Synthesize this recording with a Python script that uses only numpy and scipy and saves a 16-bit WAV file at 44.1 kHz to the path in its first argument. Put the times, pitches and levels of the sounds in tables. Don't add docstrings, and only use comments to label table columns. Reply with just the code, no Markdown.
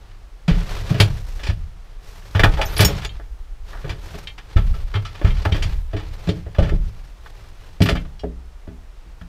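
import sys
import numpy as np
from scipy import signal
from scipy.fft import rfft, irfft
from scipy.io import wavfile
from scipy.ndimage import uniform_filter1d

SR = 44100
rng = np.random.default_rng(int(sys.argv[2]) if len(sys.argv) > 2 else 0)


def store_pcm(level_fs):
    pcm = np.round(np.clip(level_fs, -1, 1) * 32767).astype(np.int16)
    wavfile.write(sys.argv[1], SR, np.atleast_2d(pcm).T)


N = 409228
TIME = np.arange(N) / SR

# (time [s], level [dB], pitch of the flexing wood [Hz])
HEAVY_BLOWS = [(0.48, -11, 166), (0.512, -5, 39), (.907, -9, 130), (1.001, -6, 101.4), (1.488, -10.5, 73),
               (2.351, -10, 85), (2.399, -11, 64.3), (2.436, -9, 94), (2.798, -6.5, 96.5), (2.85, -11, 68),
               (3.842, -27, 130), (3.899, -20, 67), (4.561, -2, 65.5), (4.95, -15, 96), (5.245, -3, 71),
               (5.46, -11.5, 80), (5.521, -10, 71.4), (5.649, -15, 76), (5.936, -18, 85.5),
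               (6.272, -19, 172), (6.284, -15, 80), (6.462, -24, 73), (6.586, -4, 68), (6.62, -4, 37.7),
               (6.735, -7, 31.2), (7.805, -7, 88), (7.923, -11.5, 53), (8.232, -32, 48), (8.675, -30, 75),
               (9.213, -30, 51)]
# (frequency [Hz], width [Hz], gain [dB])
LEAF_MODES = [(34.5, 3, 2.5), (61, 10, -6), (82.5, 9, -11), (104, 16, -7), (141, 24, -3), (185, 40, -3)]


def undb(db):
    return 10 ** (np.asarray(db) / 20)


def unit(x):
    return x / np.sqrt(np.mean(x ** 2))


def add(track, start_s, sound):
    i = max(int(start_s * SR), 0)
    track[i:i + len(sound)] += sound[:N - i]


def fade(t, t60):
    return np.exp(-np.log(1000) * t / t60)


def colour(x, spectrum, size=4096):
    hz, db = np.transpose(spectrum)
    grid_hz = np.maximum(np.arange(size // 2 + 1) * SR / size, 1)
    gain = undb(np.interp(np.log(grid_hz), np.log(hz), db))
    cepstrum = irfft(np.log(gain))
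    cepstrum[1:size // 2] *= 2
    cepstrum[size // 2 + 1:] = 0
    response = irfft(np.exp(rfft(cepstrum)))
    return signal.fftconvolve(x, response)[:len(x)]


def resonate(x, modes):
    return sum(undb(db) * signal.lfilter(*signal.iirpeak(hz, hz / width, fs=SR), x)
               for hz, width, db in modes)


def wander(rate_hz):
    hold = int(SR / rate_hz)
    return uniform_filter1d(rng.standard_normal(N)[np.arange(N) // hold], hold)


def contacts(spread_db):
    noise, size = rng.standard_normal((2, N))
    return unit(noise * undb(spread_db * size))


def efforts(gestures, attack_s, t60):
    power = 1e-18
    for start, end, db in gestures:
        rise = 1 - np.exp(-np.maximum(TIME - start, 0) / attack_s)
        release = fade(np.maximum(TIME - end, 0), t60)
        power = power + (undb(db) * rise * release) ** 2
    return np.sqrt(power)


def strike(hits, modes, push_s):
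    out, t = np.zeros(N), TIME[:SR // 2]
    hz, mode_db, t60 = np.transpose(modes)
    envelopes = (1 - np.exp(-t / push_s)) * fade(t, t60[:, None])
    for start, db, centre_hz, spread_oct in hits:
        phase = rng.random((len(hz), 1))
        share = undb(mode_db) * np.exp(-.5 * (np.log2(hz / centre_hz) / spread_oct) ** 2) + 1e-18
        rings = envelopes * np.sin(2 * np.pi * (hz[:, None] * t + phase))
        add(out, start, undb(db) * (share / np.linalg.norm(share)) @ rings)
    return out


def house_hiss(level_db=-54):
    # (frequency [Hz], level [dB])
    spectrum = [(59, -39), (100, 1.5), (218, -12), (438, -9.5), (564, -12.5), (843, -11), (977, -13.5),
                (1230, -13.5), (1520, -16), (5510, -25), (13900, -37.5), (15500, -38)]
    hiss = unit(colour(rng.standard_normal(N), spectrum))
    return hiss * undb(level_db + .27 * wander(rate_hz=13))


def microphone_rumble(still_db=-38.5):
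    # (frequency [Hz], level [dB])
    spectrum = [(8, -5.5), (20, 15), (34, 18), (48, 9.5), (70, 2.5), (140, -56)]
    # (start [s], end [s], level [dB])
    sways = [(.5, .78, -27), (1.0, 1.6, -27), (1.9, 2.0, -36), (2.4, 2.48, -13), (2.7, 3.95, -32),
             (4.55, 4.75, -17.5), (5.22, 5.3, -16), (5.51, 5.79, -20.5), (5.9, 6.15, -31),
             (6.59, 6.82, -23.5), (7.86, 7.98, -31.5)]
    rumble = unit(colour(rng.standard_normal(N), spectrum, size=16384))
    steady = rumble / np.sqrt(uniform_filter1d(rumble ** 2, size=6000))
    return steady * np.hypot(efforts(sways, attack_s=.017, t60=1), undb(still_db))


def room_echoes(x, build_s=.0046):
    # (low edge [Hz], high edge [Hz], t60 [s], level [dB])
    bands = [(50.4, 166, 0.56, -5), (207, 494, 0.3, -7), (755, 2200, 0.55, -26), (3000, 5000, 0.31, -52.5)]
    t, response = TIME[:SR], 0
    for low, high, t60, db in bands:
        bandpass = signal.butter(2, [low, high], "band", fs=SR, output="sos")
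        noise = signal.sosfilt(bandpass, rng.standard_normal(SR))
        envelope = (1 - np.exp(-t / build_s)) * fade(t, t60)
        response = response + undb(db) * noise * envelope / np.linalg.norm(envelope)
    return signal.fftconvolve(x, response)[:N]


def footsteps():
    # (time [s], level [dB], centre of the excited modes [Hz], spread [octaves])
    footfalls = [(7.808, -13.5, 243, 0.56), (7.925, -22.5, 260, 0.5), (8.237, -18, 230, 1.24),
                 (8.675, -31, 223, 0.91), (8.712, -38, 250, 1.5), (9.060, -37.5, 119, 1.6),
                 (9.215, -31.5, 130, 0.67)]
    # (frequency [Hz], level [dB], t60 [s])
    board_modes = [(61.4, 10.5, .8), (171, -4.5, .28), (249, -5, .26), (327, -3, .14), (398, -6, .2),
                   (650, 0, .1)]
    return strike(footfalls, board_modes, push_s=.00084)


def chips(start_s=2.58, end_s=2.97, loudest_db=-38, t60=.06, count=90):
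    out, t = np.zeros(N), TIME[:SR // 5]
    for when, pitch, size in rng.random((count, 3)):
        ping = np.sin(2 * np.pi * (4500 + 10000 * pitch) * t) * fade(t, t60)
        swell = np.sin(np.pi * when)
        add(out, start_s + when * (end_s - start_s), swell * undb(loudest_db + 15 * (size - 1)) * ping)
    return out


def latch():
    # (time [s], level [dB], centre of the excited modes [Hz], spread [octaves])
    clinks = [(1.006, -29, 7240, .046), (2.652, -33, 14300, 0.016), (2.658, -30, 6080, 0.067),
              (2.778, -21, 10700, .12), (2.806, -20, 13100, .02), (2.848, -7.5, 7000, 1.1),
              (2.965, -40, 4500, 0.63), (3.062, -39, 6980, 0.085), (5.628, -37, 6900, .1),
              (7.834, -32, 13100, 0.022), (8.194, -39, 3500, .3)]
    # (frequency [Hz], level [dB], t60 [s])
    latch_modes = [(2875, -15, .17), (3246, -17, .16), (4011, -17, .08), (4635, -16, .12), (5453, 0, .11),
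                   (5560, -9, .04), (5658, -13, .05), (6207, -20, .16), (6783, -1, .1), (7165, -26, .2),
                   (7730, -21, .09), (8510, -7, .07), (10309, -18, .1), (10730, -21, .14),
                   (11850, -17, .13), (13130, -20, .11), (13662, -1, .1), (13900, -19, .14),
                   (14900, -12, .07)]
    return strike(clinks, latch_modes, push_s=.00089)


def handle(spread_oct=.4):
    # (time [s], level [dB], centre of the excited modes [Hz])
    jolts = [(1.003, -8, 3700), (2.396, -20, 2250), (3.092, -32.5, 3200), (4.272, -25, 2970),
             (4.3, -33, 2690), (4.57, -25, 1500), (4.738, -35.5, 1300), (4.941, -25, 1700),
             (4.957, -24, 3000), (5.053, -30.5, 1350), (5.25, -26.5, 1700), (5.305, -29.5, 2570),
             (5.454, -25.5, 1600), (5.523, -22, 3000), (5.626, -26, 2720), (6.29, -25.5, 4150),
             (6.692, -32.5, 1750), (7.888, -21, 1900), (7.968, -28, 2430)]
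    # (frequency [Hz], level [dB], t60 [s])
    handle_modes = [(1210, -3, 0.11), (1323, 1.5, 0.16), (1560, -13.5, .12), (1796, -14.5, 0.056),
                    (1785, -3, 0.086), (2120, -3, 0.14), (2344, -5, 0.12), (2630, -20.5, 0.073),
                    (2695, -8.5, .14), (2992, -2.5, 0.055), (3190, 0, 0.11), (3620, -1.5, 0.071),
                    (3860, -6.5, 0.082), (4340, -5, 0.1), (6850, -9, 0.14)]
    return strike([(*jolt, spread_oct) for jolt in jolts], handle_modes, push_s=.00034)


def scrape(rubbing, crushing):
    # (frequency [Hz], level [dB])
    rub_spectrum = [(150, -48), (250, -13.5), (312, -2), (523, -2), (561, -2.5), (853, -3.5), (1240, -4.5),
                    (1910, -7), (4300, -11), (7000, -26), (9100, -32.5), (15400, -120)]
    # (frequency [Hz], level [dB])
    grit_spectrum = [(3000, -7), (5500, 4), (7500, -2.5), (10000, -6), (14000, -6), (15500, -17.5)]
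    slips = undb(2.4 * wander(rate_hz=31) + 2.6 * wander(rate_hz=140))
    rub = unit(colour(contacts(spread_db=4.6) * slips, rub_spectrum)) * rubbing
    grit = unit(colour(contacts(spread_db=3.5) * slips, grit_spectrum)) * crushing
    return undb(-.3) * rub + undb(2) * grit


def catches(rubbing, count=60, above_rub_db=1, scatter_db=2.5, t60=.06):
    rows = []
    for when, size, hardness in rng.random((count, 3)):
        db = 20 * np.log10(rubbing[int(when * N)]) + above_rub_db + scatter_db * (2 * size - 1)
        tilt, body_db = 4 * (2 * hardness - 1), db - 2
        rows.append((when * N / SR, db, tilt, body_db, t60))
    return rows


def shudder(rubbing, rub_gain_db=3, blow_gain_db=-23):
    # (frequency [Hz], level [dB])
    spectrum = [(35, -17), (65, 4), (110, -4), (150, -11.5), (220, -18.5), (500, -62)]
    drag = colour(rng.standard_normal(N), spectrum)
    tremble = unit(undb(-5) * drag + resonate(drag, LEAF_MODES))
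    aftershock = efforts([(start, start, db) for start, db, _ in HEAVY_BLOWS], attack_s=.015, t60=.8)
    return tremble * np.hypot(undb(rub_gain_db) * rubbing, undb(blow_gain_db) * aftershock)


def panel(spread_oct=.5, drum_db=-14.5, drum_hz=180):
    # (time [s], level [dB], centre of the excited modes [Hz])
    hits = [(.483, -20, 357), (.912, -11, 150), (1.004, -21, 368), (2.437, -14, 836), (2.59, -15, 630),
            (2.803, -14, 450), (2.835, -13, 174), (4.145, -33, 200), (5.456, -22, 664), (5.545, -24.5, 400),
            (5.938, -19, 320), (6.288, -17, 350), (6.588, -17.5, 490), (7.807, -9, 228),
            (7.892, -17.5, 430)]
    # (frequency [Hz], level [dB], t60 [s])
    panel_modes = [(139.4, 5, 0.34), (170.4, -2, 0.33), (190.8, 4, 0.24), (211.6, -7, 0.11),
                   (300.1, -5.5, 0.27), (325.6, -1.5, 0.14), (415.8, -6, 0.17), (441.4, -6.5, 0.15),
                   (526, -8.5, 0.16), (565, -2.5, 0.11), (644, -5.5, 0.3), (787, -4, 0.26),
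                   (866, 1.5, 0.14), (1110, -19.5, 0.5), (1263, 3.5, 0.26), (1490, 9.5, .2)]
    square = [(*hit, spread_oct) for hit in hits]
    drummed = [(start, db + drum_db, drum_hz, spread_oct) for start, db, _ in HEAVY_BLOWS]
    return strike(square + drummed, panel_modes, push_s=.0021)


def thumps():
    flex, t = np.zeros(N), TIME[:SR // 2]
    for start, db, hz in HEAVY_BLOWS:
        swell_s = min(.004 - .00035 * db, .008)
        age = t / swell_s
        add(flex, start, undb(db) * age * np.exp(1 - age) * np.sin(2 * np.pi * hz * t))
    return undb(-2.5) * flex + undb(3.5) * resonate(flex, LEAF_MODES)


def planks(contact):
    # (frequency [Hz], width [Hz], gain [dB])
    plank_modes = [(331.7, 32, 5), (417, 29, -3), (566, 64, -0.5), (859, 20, -2.5), (1127, 25, -5),
                   (1345, 59, -0.5), (1545, 13, -9.5), (2170, 29, -16.5), (2317, 76, -4.5),
                   (2890, 110, -3.5), (3340, 37, -10), (3496, 34, -3.5), (4080, 130, 3.5), (4740, 130, 1)]
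    t = TIME[:SR // 8]
    thicket = rng.standard_normal(len(t)) * fade(t, t60=.055)
    dense = signal.fftconvolve(contact, thicket / np.linalg.norm(thicket))[:N]
    return undb(-3) * contact + undb(-2) * resonate(contact, plank_modes) + undb(-9) * dense


def knocks(edge_catches, rise_s=.0011):
    # (time [s], level [dB], hardness as treble tilt [dB/octave], hollow body [dB], chatter t60 [s])
    door_knocks = [ (.479, -21.5, 1.5, -21.5, .24), (0.903, -32, 1, -20, .11), (0.942, -30.5, 1, -24, 0.31),
                   (1.0, -6.5, 4.5, -10, 0.11), (1.392, -37, 0, -40, .2), (1.432, -27, 5, -33.5, 0.19),
                   (1.466, -25.5, 5, -31, 0.18), (1.496, -27, 0, -27.5, 0.086), (2.349, -23, -3, -21, .21),
                   (2.394, -11, -1.5, -11, 0.083), (2.434, -7, -4, -5, .105), (2.571, -28, -4, -30, .1),
                   (2.587, -35.5, -3, -28, .12), (2.613, -14, 0.5, -23, .11),
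                   (2.765, -21.5, 9.5, -26, 0.21), (2.792, -14, 1, -17.5, 0.3), (2.803, -12, 12, -13, 0.13),
                   (2.825, -18, 1, -14, .12), (2.848, -10.5, 8.5, -12, 0.033), (2.884, -28, 2, -18, .15),
                   (3.019, -30, 3, -37, .1), (3.047, -19, 5, -29, 0.07), (3.196, -49.5, -14, -34, 0.085),
                   (3.731, -52, -19, -40, .3), (3.842, -41.5, -4.5, -28.5, 0.39),
                   (3.893, -25, 2.5, -33, .14), (4.142, -38.5, 0, -29.5, .16), (4.271, -31, 5, -44, .08),
                   (4.379, -32, 0.5, -44, 0.11), (4.565, -26, -1.5, -23, .17), (4.74, -41, 2, -40, .25),
                   (4.939, -27, -1.5, -31, .11), (4.953, -27, -4, -24, .12), (5.05, -30.5, 4.5, -45, 0.19),
                   (5.151, -36, 1, -45, .12), (5.214, -34, -8.5, -17.5, 0.063), (5.246, -28, -2, -22, .15),
                   (5.269, -30, 0, -34, .18), (5.366, -35, 4, -41, .09), (5.419, -35, 8, -36, .1),
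                   (5.451, -19, -5, -16.5, 0.072), (5.52, -25, 3.5, -21, 0.097), (5.543, -27, 0, -26, .2),
                   (5.623, -22.5, 6.5, -36, 0.14), (5.931, -37, -5, -23, 0.15),
                   (5.964, -32, 1.5, -32.5, 0.2), (5.996, -34, -2, -42, .1), (6.272, -30.5, 2, -22, 0.11),
                   (6.288, -24, 4, -26, 0.11), (6.463, -50, -8, -28, .1), (6.546, -37, -3, -42, .18),
                   (6.584, -25, -1.5, -10.5, 0.14), (6.623, -30.5, -1, -25, 0.35),
                   (6.69, -28.5, -1, -27, .09), (6.72, -50, -6, -22, .13), (7.26, -39, -8.5, -49, .06),
                   (7.804, -26, 1, -13, .1), (7.818, -15.5, 7, -29, .1), (7.856, -20, 2, -22, 0.16),
                   (7.887, -14.5, 3, -17.5, 0.13), (7.951, -26.5, -1.5, -26, 0.14),
                   (8.049, -45, -5, -37, .08), (8.193, -43, 10, -53, .1), (8.235, -46, -8.5, -16, 0.11),
                   (8.672, -51.5, -7.5, -41.5, 0.17), (9.213, -40.5, -7, -59, 0.06)]
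    # (frequency [Hz], level [dB])
    body_spectrum = [(90, -44.5), (190, 1), (300, -3), (450, -2.5), (650, -3), (850, -16.5), (1300, -38.5),
                     (3000, -73.5)]
    clack_spectrum = [(350, -43.5), (700, -4.5), (950, -2.5), (1500, -4.5), (1900, -6), (2800, -38.5)]
    crack_spectrum = [(1000, -61.5), (1700, 6.5), (2100, 9), (3400, 7), (4500, -10.5), (6000, -8),
                      (11000, -43)]
    splinter_spectrum = [(2500, -18), (4300, 6), (5200, 5), (6500, -3), (8000, -7), (11000, -23),
                         (15000, -36)]
    snap_spectrum = [(5000, -45), (8000, 4.5), (11000, 3.5), (15000, -7)]
    starts, crack_db, tilt, body_db, t60s = np.transpose(door_knocks + edge_catches)
    clack_db, splinter_db = crack_db - tilt, crack_db + tilt
    snap_db = 1.51 * splinter_db
    voices = [(body_spectrum, body_db - 6), (clack_spectrum, clack_db - 2.7),
              (crack_spectrum, crack_db - 4), (splinter_spectrum, splinter_db - 14),
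              (snap_spectrum, snap_db - 20)]
    out, t = np.zeros(N), TIME[:SR // 3]
    for spectrum, levels in voices:
        chatter = unit(colour(contacts(spread_db=5.9), spectrum))
        steady = chatter / np.sqrt(uniform_filter1d(chatter ** 2, size=900))
        power = np.zeros(N)
        for start, db, t60 in zip(starts, levels, t60s):
            force = undb(db) * (1 - np.exp(-t / rise_s)) * fade(t, t60)
            add(power, start, force ** 2)
        out += steady * np.sqrt(power)
    return out


def scene():
    # (start [s], end [s], wood rubbing [dB], grit hissing [dB])
    drags = [(0, .08, -54, -80), (0.526, 1.028, -36, -50), (1.096, 1.45, -49, -56.5),
             (1.55, 2.014, -59.5, -78), (2.006, 2.38, -50, -57.5), (2.42, 2.98, -36, -53),
             (3.638, 4.007, -48.5, -60.5), (4.01, 4.163, -42.5, -53), (4.4, 5.113, -50, -65),
             (5.104, 5.68, -43, -60), (5.87, 6.053, -48, -66), (6.056, 6.335, -45.5, -59),
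             (6.48, 7.207, -55.5, -67), (7.227, 8.01, -53, -65), (8.944, 9.276, -62.5, -81)]
    rubbing = efforts([(start, end, db) for start, end, db, _ in drags], attack_s=.03, t60=.65)
    crushing = efforts([(start, end, db) for start, end, _, db in drags], attack_s=.03, t60=.65)
    wood = planks(knocks(catches(rubbing))) + panel()
    edge = scrape(rubbing, crushing)
    clatter = handle() + latch() + chips()
    boom = thumps() + shudder(rubbing) + footsteps()
    direct = wood + edge + clatter + boom
    return (direct + room_echoes(direct) + microphone_rumble() + house_hiss())[None]


def record(dry, top_hz=15550):
    rounded = dry / (1 + dry ** 6) ** (1 / 6)
    lowpass = signal.ellip(10, .2, 80, top_hz, fs=SR, output="sos")
    return signal.sosfilt(lowpass, rounded)


dry = scene()
out = record(dry)
store_pcm(out)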